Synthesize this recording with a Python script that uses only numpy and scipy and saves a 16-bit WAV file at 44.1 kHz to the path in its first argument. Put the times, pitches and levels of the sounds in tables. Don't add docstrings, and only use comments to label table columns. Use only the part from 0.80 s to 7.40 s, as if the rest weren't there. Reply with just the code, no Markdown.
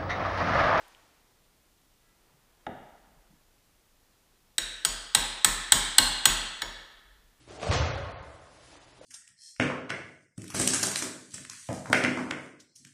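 import sys
import numpy as np
from scipy import signal
from scipy.fft import rfft, irfft
from scipy.io import wavfile
from scipy.ndimage import uniform_filter1d

SR = 44100
rng = np.random.default_rng(int(sys.argv[2]) if len(sys.argv) > 2 else 0)


def voltage_ratio(level):
    return 10 ** (np.asarray(level, float) / 20)


def put_to_file(sound):
    columns = np.atleast_2d(sound).T
    safe = np.clip(columns, -1, 1)
    whole_steps = np.round(safe * 32767)
    wavfile.write(sys.argv[1], SR, whole_steps.astype(np.int16))


N = 291060

# t/s, force into the jamb/dB, steel-on-steel sharpness/dB, chisel flex/dB, head ring/dB
BLOWS = [
    (3.781, -16, -13, -11.5, -39.5),
    (4.049, -11, -7.5, -10, -31.5),
    (4.3484, -4, -3, -4, -34),
    (4.6453, -2, -1, -4, -31),
    (4.9206, -0.5, -0.5, -1, -25.5),
    (5.1824, 0, -0.5, 2, -37),
    (5.4544, 0, -0.5, 0.5, -24.5),
    (5.8185, -11, -24.5, -16.5, -44),
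]
SEAT_HZ = [3800, 3250, 3350, 3980, 3870, 4180, 3330, 3440]
# f/Hz, level/dB, t60/s
JAMB_MODES = [(841, 0, 0.047), (948, -16.5, .5), (1076, -14.5, 0.44), (1250, -12, .04)]
GRAIN_MODES = [(1295, 0, 0.034), (1567, 1.5, .04), (1744, 5.5, 0.028), (1953, 0, 0.038),
               (2198, -11.5, 0.12)]
# f/Hz, level/dB, t60/s
BLADE_MODES = [(2870, -9, 0.062), (3177, 4, 0.029), (3410, 2, .035)]
SHANK_MODES = [(3945, -3.5, 0.025), (3812, -2.5, 0.024), (4178, -4, 0.031), (4533, -5, 0.022),
               (4965, -7, 0.021)]
TANG_MODES = [(8050, 0.002, 0.06)]
NECK_MODES = [(13730, 0.0041, .04)]
COLLAR_MODES = [(9100, 0.5, 0.036), (8866, 4, .01), (9330, -4.5, 0.0092), (9780, -8, .015)]
CAP_MODES = [(7490, -1.5, 0.0087), (7870, 6, 0.0088), (8250, 3, 0.0087)]
# f/Hz, level/dB, t60/s
FACE_MODES = [(13970, 3, 0.011), (14480, 1.5, .007), (13400, -8, .008), (11070, -4, 0.0092),
              (11860, -8, 0.0078)]
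HEAD_MODES = [(6842, -3, .3), (6400, -4, .012)]
CLAW_MODES = [(5523, 0, .3)]
# f/Hz, density/dB per Hz
CRACK_SPECTRUM = [(500, -58.5), (900, -27), (1500, -1.5), (4000, -2.5), (6000, -1.5), (9000, -5.5),
                  (10500, -11), (15500, -18)]
# f/Hz, level/dB, t60/s
STUD_MODES = [(38.4, 5, 0.52), (33, -17, .9), (46.2, -18.5, 0.66)]
BOARD_MODES = [(87, -1, .3), (132.7, -2, 0.35), (164.5, -1, 0.28), (195, 0, 0.32), (259.2, -1.5, 0.38)]
TRIM_MODES = [(333, -1.5, 0.18), (415, -2.5, 0.22), (520, -0.5, 0.18), (594, -0.5, 0.16), (664, -0.5, 0.24)]
# t/s, peak level/dB, room/dB, boards/dB, trim/dB
KNOCKS = [
    (1.865, -20.5, -6, -12.5, -10.5),
]
# f/Hz, level/dB, t60/s
KNOCK_MODES = [(630, -8, .08), (704, -4.5, 0.14), (790, -7.5, .1), (855, -2.5, 0.088), (1120, -18, 0.014),
               (1280, -3, 0.037), (1450, -4, 0.031), (1670, -6, .04), (1970, -6.5, 0.032),
               (2200, -7.5, 0.025), (2500, -12, .018), (2880, -10, 0.029), (3270, -11, 0.023),
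               (3660, -11, 0.024)]
# t/s, peak level/dB, f/Hz, t60/s
TICKS = [(.0818, -40, 11500, .003), (.0818, -48, 6500, .003), (.1478, -34, 3000, .008),
         (1.2, -63, 1650, .6), (1.35, -62, 420, .3), (1.51, -54, 140, .25), (2.25, -56, 200, .3),
         (2.34, -55, 140, .2), (2.35, -50, 45, .35), (2.48, -53, 170, .25), (2.52, -57, 260, .15),
         (6.195, -60, 8500, .01), (6.235, -62, 8500, .01)]
# f/Hz, t60/s
ROOM_DECAY = [(40, 0.14), (200, .7), (600, 1.05), (1500, 1.28), (3800, 1.09), (8000, 0.72), (14000, 0.33)]
# f/Hz, level/dB
ROOM_COLOUR = [(100, 10), (500, 1), (1500, -1), (4000, -1), (8000, -6), (11000, -2), (14000, -2)]
# f/Hz, density/dB per Hz
ECHO_SPECTRUM = [(88, -46), (150, -24), (205, -27), (270, -5.5), (841, 3), (1380, 1), (7590, -13.5),
                 (12000, -24), (15600, -61), (22000, -120)]
# t/s, floor level/dB, shuffle level/dB
MOVES = [
    (.05, -77, -82),
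    (1.5, -78, -73),
    (1.95, -62, -66),
    (2.4, -62, -76),
    (3.3, -79.5, -79.5),
    (6.3, -55, -79.5),
]
# f/Hz, density/dB per Hz
FLOOR_SPECTRUM = [(15, -20), (30, 0), (50, -3), (80, -25), (200, -90)]
SHUFFLE_SPECTRUM = [(80, -30), (250, -2), (800, 0), (1800, -5), (3500, -20), (6000, -60)]
HISS_SPECTRUM = [(12, -36.5), (22, 0.5), (45, -11), (120, -15.5), (400, -20), (1600, -26.5), (3400, -27),
                 (14700, -32.5)]

RISE_S = .0009


def hammer():
    out = np.zeros(N)
    for (s, force, sharp, flex, head_db), seat_hz in zip(BLOWS, SEAT_HZ):
        steel = struck_steel(sharp, head_db) + crack(sharp)
        add(out, s, in_room(wood_and_blade(force, flex, seat_hz), -6.5, blur_hz=110))
        add(out, s, in_room(neck_and_tang(force, sharp), -5, blur_hz=60))
        add(out, s, in_room(steel, -4, blur_hz=364))
    return out


def wood_and_blade(force, flex, seat_hz):
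    parts = [
        (JAMB_MODES, (-18, 1.28), force),
        (GRAIN_MODES, (-17, .75), force),
        (seated(BLADE_MODES, seat_hz), (-12, 1.1), flex),
        (seated(SHANK_MODES, seat_hz), (-6.5, .83), flex),
    ]
    return sum(follow(law, cause) * ring(modes, 1.44 * RISE_S, 2.2, SR // 2) for modes, law, cause in parts)


def seated(modes, seat_hz):
    boost_db, width_hz = 4, 200
    out = []
    for hz, db, t60 in modes:
        nearness = np.exp(-((hz - seat_hz) / width_hz) ** 2)
        out.append((hz, db + boost_db * (nearness - .35), t60))
    return out


def struck_steel(sharp, head_db):
    parts = [
        (CAP_MODES, (0, 1.1)),
        (COLLAR_MODES, (-10, 1.03)),
        (FACE_MODES, (-10.5, 2.2)),
        (CLAW_MODES, (-34.5, .38)),
    ]
    steel = sum(follow(law, sharp) * ring(modes, .99 * RISE_S, .27, SR // 2) for modes, law in parts)
    return steel + voltage_ratio(head_db + 3.5) * ring(HEAD_MODES, 1.1 * RISE_S, .8, SR // 2)


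def neck_and_tang(force, sharp):
    clean = 1.1 * (sharp - force)
    neck = follow((-21, .75), sharp) * ring(NECK_MODES, RISE_S, .8, SR // 2)
    tang = follow((-17, .6), sharp + clean) * ring(TANG_MODES, RISE_S, .8, SR // 2)
    return neck + tang


def crack(sharp):
    t = np.arange(SR // 2) / SR
    envelope = voltage_ratio(-60 * t / .018) * (1 - np.exp(-(t / RISE_S) ** 2))
    return follow((-6, .79), sharp) * envelope * noise(CRACK_SPECTRUM, SR // 2)


def wall():
    studs_late_s, panels_late_s = .024, .0033
    out = np.zeros(N)
    for s, force, *_ in BLOWS:
        studs = follow((-31.5, .76), force) * ring(STUD_MODES, .03, 1.5, SR)
        boards = follow((-41.5, 1.05), force) * ring(BOARD_MODES, .012, 1.5, SR // 2)
        trim = follow((-41, .5), force) * ring(TRIM_MODES, .0029, 1.6, SR // 2)
        add(out, s + studs_late_s, studs)
        add(out, s + panels_late_s, in_room(boards + trim, -1.5, blur_hz=88))
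    return out


def tool_on_jamb():
    out, size = np.zeros(N), SR // 2
    t = np.arange(size) / SR
    for s, db, room_db, boards_db, trim_db in KNOCKS:
        knock = ring(KNOCK_MODES, .0016, .7, size, loose=3)
        knock += voltage_ratio(boards_db) * ring(BOARD_MODES[1:], .015, 1.1, size)
        knock += voltage_ratio(trim_db) * ring(TRIM_MODES, .011, 2.7, size)
        add(out, s, in_room(voltage_ratio(db - 9) * knock, room_db, blur_hz=200))
        envelope = voltage_ratio(-46 - 60 * t / .03) * np.minimum(1, t / .0014)
        add(out, s, envelope * noise(ECHO_SPECTRUM, size))
    return out


def ticks():
    out = np.zeros(N)
    for s, db, hz, t60 in TICKS:
        trio = [(hz, db - 3, t60), (hz * .82, db - 5, t60), (hz * 1.2, db - 5, t60)]
        add(out, s, ring(trio, t60 / 10, 2.0, SR // 2))
    return out


def earlier_echo():
    t = np.arange(N) / SR
    return voltage_ratio(-56 - 37 * t) * noise(ECHO_SPECTRUM, N)


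def stirring():
    swell_db_per_s, settle_db_per_s, rest_db = 70.5, 39, -89
    t = np.arange(N) / SR
    s, *peaks_db = np.transpose(MOVES)[:, :, None]
    away_db = np.maximum(swell_db_per_s * (s - t), settle_db_per_s * (t - s))
    floor, shuffle = [voltage_ratio(rest_db) + voltage_ratio(db - away_db).sum(axis=0) for db in peaks_db]
    return voltage_ratio(-4.5) * floor * noise(FLOOR_SPECTRUM, N) + shuffle * noise(SHUFFLE_SPECTRUM, N)


def hiss():
    return voltage_ratio(-65.53) * noise(HISS_SPECTRUM, N)


def follow(law, cause_db):
    full_db, slope = law
    return voltage_ratio(full_db + slope * cause_db)


def ring(modes, attack_s, scatter_db, size, loose=.4):
    t = np.arange(size) / SR
    hz, db, t60 = np.transpose(modes)[:, :, None]
    detune, strength, phase = rng.standard_normal((3, len(modes), 1))
    waves = np.sin(2 * np.pi * hz * (1 + .001 * detune) * t + loose * phase)
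    decay = voltage_ratio(db + scatter_db * strength - 60 * t / t60)
    return np.sum(decay * waves, axis=0) * (1 - np.exp(-(t / attack_s) ** 2))


def in_room(x, room_db, blur_hz):
    hz, t, z = signal.stft(rng.standard_normal(SR * 3 // 2), SR, nperseg=256)
    decay_db = 60 * t / along(ROOM_DECAY, hz)[:, None]
    gain = voltage_ratio(along(ROOM_COLOUR, hz)[:, None] - decay_db)
    tail = signal.istft(z * gain, SR, nperseg=256)[1]
    build = 1 - np.exp(-np.arange(len(tail)) / SR / .009)
    blur_bins = max(1, round(blur_hz * len(tail) / SR))
    power = uniform_filter1d(np.abs(rfft(x, len(tail))) ** 2, blur_bins)
    wet = irfft(rfft(tail) * np.sqrt(np.abs(power)), len(tail))
    wet = build * wet / np.linalg.norm(tail)
    wet[-SR // 5:] = 0
    return voltage_ratio(room_db) * wet + np.pad(x, (0, len(wet) - len(x)))


def noise(spectrum, size):
    hz = np.fft.rfftfreq(size, 1 / SR)
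    x = irfft(rfft(rng.standard_normal(size)) * voltage_ratio(along(spectrum, hz)), size)
    return x / np.sqrt(np.mean(x ** 2) + 1e-20)


def along(points, hz):
    f, v = np.transpose(points)
    return np.interp(np.log(hz + 1), np.log(f + 1), v)


def add(track, s, x):
    part = track[round(s * SR):][:len(x)]
    part += x[:len(part)]


def scene():
    mix = hammer() + wall() + tool_on_jamb() + ticks()
    mix += earlier_echo() + stirring() + hiss()
    return mix[None]


def roll_off(x):
    return signal.sosfilt(signal.butter(12, 16190, fs=SR, output="sos"), x)


def record(dry):
    band_limit = signal.ellip(8, .3, 45, 15300, fs=SR, output="sos")
    limited = signal.sosfilt(band_limit, dry)
    clipped = limited / (1 + np.abs(limited) ** 12) ** (1 / 12)
    return roll_off(clipped)


dry = scene()
out = record(dry)
put_to_file(out)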